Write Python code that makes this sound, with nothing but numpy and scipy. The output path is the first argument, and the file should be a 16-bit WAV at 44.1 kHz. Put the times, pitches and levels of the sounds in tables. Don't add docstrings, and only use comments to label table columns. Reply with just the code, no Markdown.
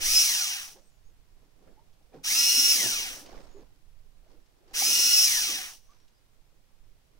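import sys
import numpy as np
from scipy import signal
from scipy.fft import rfft, irfft, next_fast_len
from scipy.io import wavfile

SR = 44100
rng = np.random.default_rng(int(sys.argv[2]) if len(sys.argv) > 2 else 0)


def digitize_waveform(pressure):
    field = np.atleast_2d(pressure).T
    bounded = np.clip(field, -1, 1)
    quanta = np.round(bounded * 32767).astype(np.int16)
    wavfile.write(sys.argv[1], SR, quanta)


N = 317079
TIME = np.arange(N) / SR
SIZE = next_fast_len(N, real=True)
FREQS = np.maximum(np.arange(SIZE // 2 + 1) * SR / SIZE, 1)
OPPOSED = np.array([[1], [-1]])


def from_db(db):
    return 10 ** (np.asarray(db) / 20)


def rms_one(x):
    return x / np.sqrt(np.mean(x ** 2) + 1e-20)


def response_db(points):
    hz, db = np.transpose(points)
    return np.interp(np.log(FREQS), np.log(hz), db)


def filtered(x, gain):
    return irfft(rfft(x, SIZE) * gain, SIZE)[..., :N]


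def colour(x, points):
    return rms_one(filtered(x, from_db(response_db(points))))


def drift(rate_hz):
    knots = rng.standard_normal(9000)
    return rms_one(np.interp(TIME * rate_hz * 2, np.arange(len(knots)), knots))


def spread(mid, side, correlation):
    return np.sqrt((1 + correlation) / 2) * mid + np.sqrt((1 - correlation) / 2) * side * OPPOSED


def pan(x, left_db):
    return x * from_db(left_db / 2 * OPPOSED)


def add(track, start_s, sound):
    i = max(int(start_s * SR), 0)
    track[i:i + len(sound)] += sound[:N - i]


def surges(rows, calm_db):
    power = from_db(calm_db) ** 2
    for crest_s, rise_s, fall_s, db in rows:
        age = TIME - crest_s
        swell = np.exp(-np.maximum(-age / rise_s, age / fall_s))
        power += (from_db(db) * swell) ** 2
    return np.sqrt(power)


TOP_TURNS_PER_S = 288.6
# (switch-on time [s], switch-off time [s], gear level [dB], driven whine gain [dB])
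MOTOR_RUNS = [(-0.008, .222, -22.5, 0), (2.228, 2.72, -22.9, 4.3), (4.728, 5.246, -22.2, 2.2)]
def motor_run(spin_up_s=.049, drag_s=.62, friction_turns_per_s2=306, crawl_turns_per_s=21, engage_s=.009):
    speed, powered, level, whine_gain = np.zeros((4, N))
    friction = friction_turns_per_s2 * drag_s
    for on_s, off_s, gear_db, whine_db in MOTOR_RUNS:
        age = np.maximum(TIME - on_s, 0)
        reached = TOP_TURNS_PER_S * (1 - np.exp(-np.minimum(age, off_s - on_s) / spin_up_s))
        drag = np.exp(-np.maximum(TIME - off_s, 0) / drag_s)
        run = np.maximum((reached + friction) * drag - friction, 0)
        loudness = (run / TOP_TURNS_PER_S) ** 1.194 * np.tanh(run / crawl_turns_per_s)
        contact = 1 - np.exp(-age / engage_s)
        speed += run
        powered += (TIME > on_s) & (TIME < off_s)
        level += from_db(gear_db) * loudness * contact
        whine_gain += (run > 0) * from_db(whine_db)
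    return speed, powered, level, whine_gain


def tooth_clatter(turns, uneven_db, scrape, teeth=9):
    hits = np.flatnonzero(np.diff(np.floor(turns * teeth)) > 0)
    gaps = np.gradient(hits)
    late = (rng.random(N)[hits] * np.minimum(gaps, SR / 100)).astype(int)
    force = from_db(uneven_db * np.clip(rng.standard_normal(N)[hits], -2, 2))
    force *= rng.choice([-1, 1], N)[hits]
    clicks = np.zeros(N)
    clicks[np.minimum(hits + late, N - 1)] = rms_one(force) * np.sqrt(np.minimum(gaps, SR / 1000))
    return clicks + scrape * rng.standard_normal(N)


# (speed ratio [turns per motor turn], relative level [dB])
WORN_WHEELS = [(0.47, -9), (.1631, -8)]
def worn_teeth(turns):
    buzz = np.zeros(N)
    for ratio, db in WORN_WHEELS:
        bumps = int(120 / ratio)
        profile = signal.resample(rng.standard_normal(2000)[:bumps], 8 * bumps)
        position = np.linspace(0, 1, len(profile), endpoint=False)
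        buzz += from_db(db) * np.interp(turns * ratio, position, profile, period=1)
    return buzz


MAIN_MESH = 18.48
# (order [cycles per motor turn], driven level [dB], coasting level [dB])
GEAR_ORDERS = [(1, -18, -28), (2.97, -25, -25), (3.47, -23, -23), (4.894, -18.5, -16.5),
               (6.94, -23.5, -21.5), (8, -24.5, -23), (8.98, -18.5, -13), (9.16, -25, -21),
               (9.79, -23, -25), (10, -16.5, -26), (14.68, -17.5, -19), (MAIN_MESH, -12.5, -14.5),
               (18.98, -21, -25), (19.6, -21.5, -24), (22.8, -28, -24), (24.5, -32, -15),
               (27.45, -27, -13.5), (37.05, -27, -17.5)]
def gear_whine(turns, pace, grip, whine_gain, mesh_lift_db, waver_db=3.5, slip_rad=.33, loose_db=.5):
    driven, coasting = np.zeros((2, 2, N))
    backlash_rad = .48 * np.clip(7 * (1 - pace), 0, 1)
    for order, driven_db, coasting_db in GEAR_ORDERS:
        phase = 2 * np.pi * order * turns + slip_rad * drift(65) + backlash_rad * drift(220)
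        right_lag_s = .00015 if order >= MAIN_MESH else .0001
        phase = phase - 2 * np.pi * order * pace * TOP_TURNS_PER_S * np.array([[0], [right_lag_s]])
        amplitude = np.sqrt(2) * from_db(waver_db * drift(25) + mesh_lift_db * (order == MAIN_MESH))
        sway_rad = .5 * drift(3) * OPPOSED
        driven += from_db(driven_db) * amplitude * np.sin(phase + sway_rad)
        coasting += from_db(coasting_db) * amplitude * np.sin(phase)
    band = signal.butter(2, [750, 3900], "band", fs=SR, output="sos")
    return whine_gain * grip * driven + from_db(loose_db) * (1 - grip) * signal.sosfilt(band, coasting)


# (frequency [Hz], relative level [dB])
HOUSING_RESPONSE = [(40, -21), (130, -21), (280, -21), (520, -25), (1200, -15.5), (1800, -8), (2400, -6),
                    (3500, -1.5), (4800, 5.5), (6300, 7), (7300, 0.5), (8500, 3.5), (10500, 2.5),
                    (12200, -4.5), (15000, 2.5)]
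# (frequency [Hz], bandwidth [Hz], gain [dB])
HOUSING_RESONANCES = [(765, 83, 10.5), (1900, 200, 0.5), (2840, 1200, 6), (4525, 280, -5), (5800, 480, 7.5)]
# (frequency [Hz], left minus right level [dB])
HOUSING_BALANCE = [(300, 1), (1300, -3.5), (2400, -0.5), (5000, -0.35), (8000, 1), (14000, 1)]
def housing(vibration):
    modes_db = sum(db / (1 + (2 * (FREQS - hz) / width) ** 2) for hz, width, db in HOUSING_RESONANCES)
    gain = rms_one(from_db(response_db(HOUSING_RESPONSE) + modes_db))
    return filtered(vibration, pan(gain, left_db=response_db(HOUSING_BALANCE)))


def lingering_tail(level, tail_db=-22.5, decay_s=.11):
    pole = np.exp(-1 / (decay_s * SR))
    return level + from_db(tail_db) * signal.lfilter([1 - pole], [1, -pole], level)


# (time [s], half width [s], screech level [dB], mesh tone gain [dB])
LINE_PULLS = [(.2, .055, -8, 5), (2.41, .04, -17, 1), (2.735, .055, -14, 4.5), (5.232, .06, -11, 8)]
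def line_pulls():
    strain, mesh_lift_db = np.zeros((2, N))
    for time_s, half_s, screech_db, lift_db in LINE_PULLS:
        pull = np.exp(-((TIME - time_s) / half_s) ** 2)
        strain += from_db(screech_db) * pull
        mesh_lift_db += lift_db * pull
    return strain, mesh_lift_db


def screech(turns, rasp_hz=330):
    lowpass = signal.butter(2, rasp_hz, fs=SR, output="sos")
    chatter = signal.sosfilt(lowpass, rng.standard_normal((2, N)))
    phase = 2 * np.pi * MAIN_MESH * turns
    return rms_one(chatter[0] * np.sin(phase) + chatter[1] * np.cos(phase))


def reel(judder_db=.39, right_lag_s=.00017, growl_hz=2200):
    speed, powered, level, whine_gain = motor_run()
    strain, mesh_lift_db = line_pulls()
    turns, pace = np.cumsum(speed) / SR, speed / TOP_TURNS_PER_S
    grip = signal.lfilter(*signal.butter(1, 3, fs=SR), powered) * pace ** 4
    judder = from_db(judder_db * drift(170)) * (1 + .55 * strain)
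    pinion = from_db(-10) * tooth_clatter(turns, uneven_db=2.5, scrape=.33)
    motor = judder * (pinion + worn_teeth(turns)) + strain * screech(turns)
    motor = filtered(motor, np.exp(-2j * np.pi * FREQS * np.array([[0], [right_lag_s]])))
    whine = gear_whine(turns, pace, grip, whine_gain, mesh_lift_db)
    spool = from_db(-8) * tooth_clatter(turns, uneven_db=5, scrape=1)
    deck_scatter = from_db(-7) * rng.standard_normal((2, N))
    gears = motor + whine + judder * (spool + deck_scatter)
    growl = signal.sosfilt(signal.butter(1, growl_hz, fs=SR, output="sos"), gears)
    return from_db(.17) * lingering_tail(level) * housing(gears + 1.5 * (1 - pace) * growl)


# (frequency [Hz], relative level [dB])
WIND_SPECTRUM = [(12, 4.5), (30, 0), (50, -11), (100, -16), (200, -29.5), (500, -55.5)]
# (crest time [s], rise time [s], fall time [s], level [dB])
WIND_GUSTS = [(.04, 0.28, 0.16, -42.5), (1.67, .03, 0.098, -56), (2.95, 0.065, 0.1, -53.5),
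              (3.33, 0.083, 0.51, -48.5), (4.37, .04, 0.054, -54), (5.42, 0.11, 0.09, -52)]
def wind(lumpy_db=2.5):
    rumble = colour(spread(*rng.standard_normal((2, N)), correlation=.5), WIND_SPECTRUM)
    level = surges(WIND_GUSTS, calm_db=-61.5) * from_db(lumpy_db * drift(4))
    return pan(rumble * level, left_db=-12)


# (frequency [Hz], relative level [dB])
OPEN_SEA_SPECTRUM = [(71, -24.5), (120, 1), (350, -18.5), (403, -10), (887, -17.5), (1020, -19.5),
                     (1950, -19), (2750, -19), (15000, -27)]
def open_sea():
    hiss = colour(rng.standard_normal((2, N)), OPEN_SEA_SPECTRUM)
    return pan(from_db(-70) * hiss, left_db=-.25)


def bubble(hz, length_s, rise):
    age = np.arange(int(3 * length_s * SR)) / SR / length_s
    envelope = (3 * age) ** 2 * np.exp(2 - 6 * age)
    return envelope * np.sin(2 * np.pi * hz * length_s * (age + rise * age ** 2 / 2))


def gurgle(cycles, range_db, count=1100):
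    crowd = np.zeros(N)
    for when, pitch, strength in rng.random((count, 3)):
        hz = 150 * 16 ** pitch
        add(crowd, when * TIME[-1], from_db(range_db * strength) * hz * bubble(hz, cycles / hz, rise=.15))
    return rms_one(crowd)


# (frequency [Hz], relative level [dB])
SLOSH_SPECTRUM = [(70, -15), (150, -3), (300, 5), (500, 1.5), (800, -2.5), (1200, -15), (2500, -19.5),
                  (6000, -37.5)]
# (frequency [Hz], relative level [dB])
SPRAY_SPECTRUM = [(500, -9), (1000, 5), (2500, -5.5), (5500, -3), (9000, -20), (15000, -21.5)]
# (crest time [s], rise time [s], fall time [s], slosh level [dB], spray level [dB])
HULL_WAVES = [(.03, 0.15, .2, -52.5, -69), (.77, 0.025, .04, -58.5, -68), (1.44, 0.047, .06, -68.5, -82),
              (1.68, 0.059, .08, -57.5, -73), (2.146, 0.012, 0.038, -49, -65),
              (2.58, 0.18, .12, -55, -66.5), (2.859, 0.11, .08, -43.5, -58), (3.381, 0.42, .11, -51, -57.5),
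              (3.602, 0.04, .035, -54, -65), (4.32, 0.059, .06, -61.5, -69.5),
              (4.71, 0.029, .04, -74, -62.5), (4.89, 0.11, .14, -48.5, -59), (5.53, 0.11, .07, -50, -70),
              (5.91, .015, .14, -85, -69), (6.52, .04, .05, -75, -86), (7.13, 0.044, .1, -74, -89)]
def waves(flicker_db=2.5):
    bubbles = spread(gurgle(cycles=8.8, range_db=10), gurgle(cycles=4, range_db=7.5), correlation=.23)
    churn = 2.8 * spread(*rng.standard_normal((2, N)), correlation=.75)
    foam = spread(*rng.standard_normal((2, N)), correlation=.13) * from_db(flicker_db * drift(140))
    slosh_level = surges([(*timing, db) for *timing, db, _ in HULL_WAVES], calm_db=-78)
    spray_level = surges([(*timing, db) for *timing, _, db in HULL_WAVES], calm_db=-78.5)
    slosh = slosh_level * colour(bubbles + churn, SLOSH_SPECTRUM)
    spray = spray_level * colour(foam, SPRAY_SPECTRUM)
    return slosh + spray


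# (time [s], starting frequency [Hz], relative level [dB], length [s])
AIR_POCKETS = [(0.766, 509, -58.5, 0.058), (1.655, 478, -65, .06), (1.765, 823, -61.5, 0.063),
               (2.135, 474, -57, 0.07), (2.14, 252.4, -53, 0.11), (2.15, 142, -52, 0.087),
               (2.575, 247, -40.5, 0.03), (2.833, 338, -41.5, 0.047), (2.834, 246, -42, 0.035),
               (2.838, 114.6, -46, 0.068), (3.539, 381, -47, 0.091), (4.261, 585, -60, 0.015),
               (4.709, 724, -52, 0.023), (4.818, 727, -33, 0.013), (4.866, 294, -49.5, 0.096),
               (4.98, 400, -46, 0.059), (5.888, 1077, -59.5, 0.048)]
def glugs(waver_db=3):
    ringing = np.zeros(N)
    for time_s, hz, db, length_s in AIR_POCKETS:
        add(ringing, time_s, from_db(db) * bubble(hz, length_s, rise=.16))
    return ringing * from_db(-1 + waver_db * drift(90))


# (centre time [s], top frequency [Hz], level [dB], half length [s])
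LINE_SLIDES = [(.805, 7100, -79, 0.05), (.87, 8350, -71, 0.047), (0.933, 7000, -78, 0.082),
               (1.078, 6700, -74, .045), (3.34, 6800, -87, .04), (3.428, 8550, -74, 0.071),
               (3.44, 7000, -78, .035), (3.508, 6800, -72, 0.046), (3.555, 6840, -71, 0.083),
               (5.915, 6150, -75, .11), (6.02, 5660, -75, .06), (6.17, 5040, -73, 0.032)]
def line_squeaks(arch=.11, scratch_db=2):
    squeaks = np.zeros(N)
    wobble = 1 + .016 * drift(500)
    for centre_s, top_hz, db, half_s in LINE_SLIDES:
        span = np.flatnonzero(np.abs(TIME - centre_s) < half_s)
        progress = (TIME[span] - centre_s) / half_s
        hz = top_hz * (1 - arch * progress ** 2) * wobble[span]
        envelope = from_db(db) * np.cos(np.pi / 2 * progress)
        squeaks[span] += envelope * np.sin(2 * np.pi * np.cumsum(hz) / SR)
    return squeaks * from_db(scratch_db * drift(90))


# (time [s], relative level [dB])
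SPOOL_TICKS = [(1.93, -55), (3.261, -36.5), (3.368, -57), (3.6194, -56.5), (4.461, -54), (4.665, -74),
               (5.9054, -53), (6, -52), (6.0786, -51)]
def spool_ticks(decay_s=.014):
    ticks = np.zeros(N)
    age = np.arange(SR // 20) / SR
    for time_s, db in SPOOL_TICKS:
        add(ticks, time_s, from_db(db - 9) * np.exp(-age / decay_s) * rng.standard_normal(len(age)))
    return signal.sosfilt(signal.butter(2, [2200, 6200], "band", fs=SR, output="sos"), ticks)


def scene():
    return (reel() + wind() + open_sea() + pan(waves() + glugs(), left_db=-3)
            + line_squeaks() + spool_ticks())


def record(dry):
    cutoff_hz = 15750
    return signal.sosfilt(signal.ellip(12, .1, 80, cutoff_hz, fs=SR, output="sos"), dry)


dry = scene()
out = record(dry)
digitize_waveform(out)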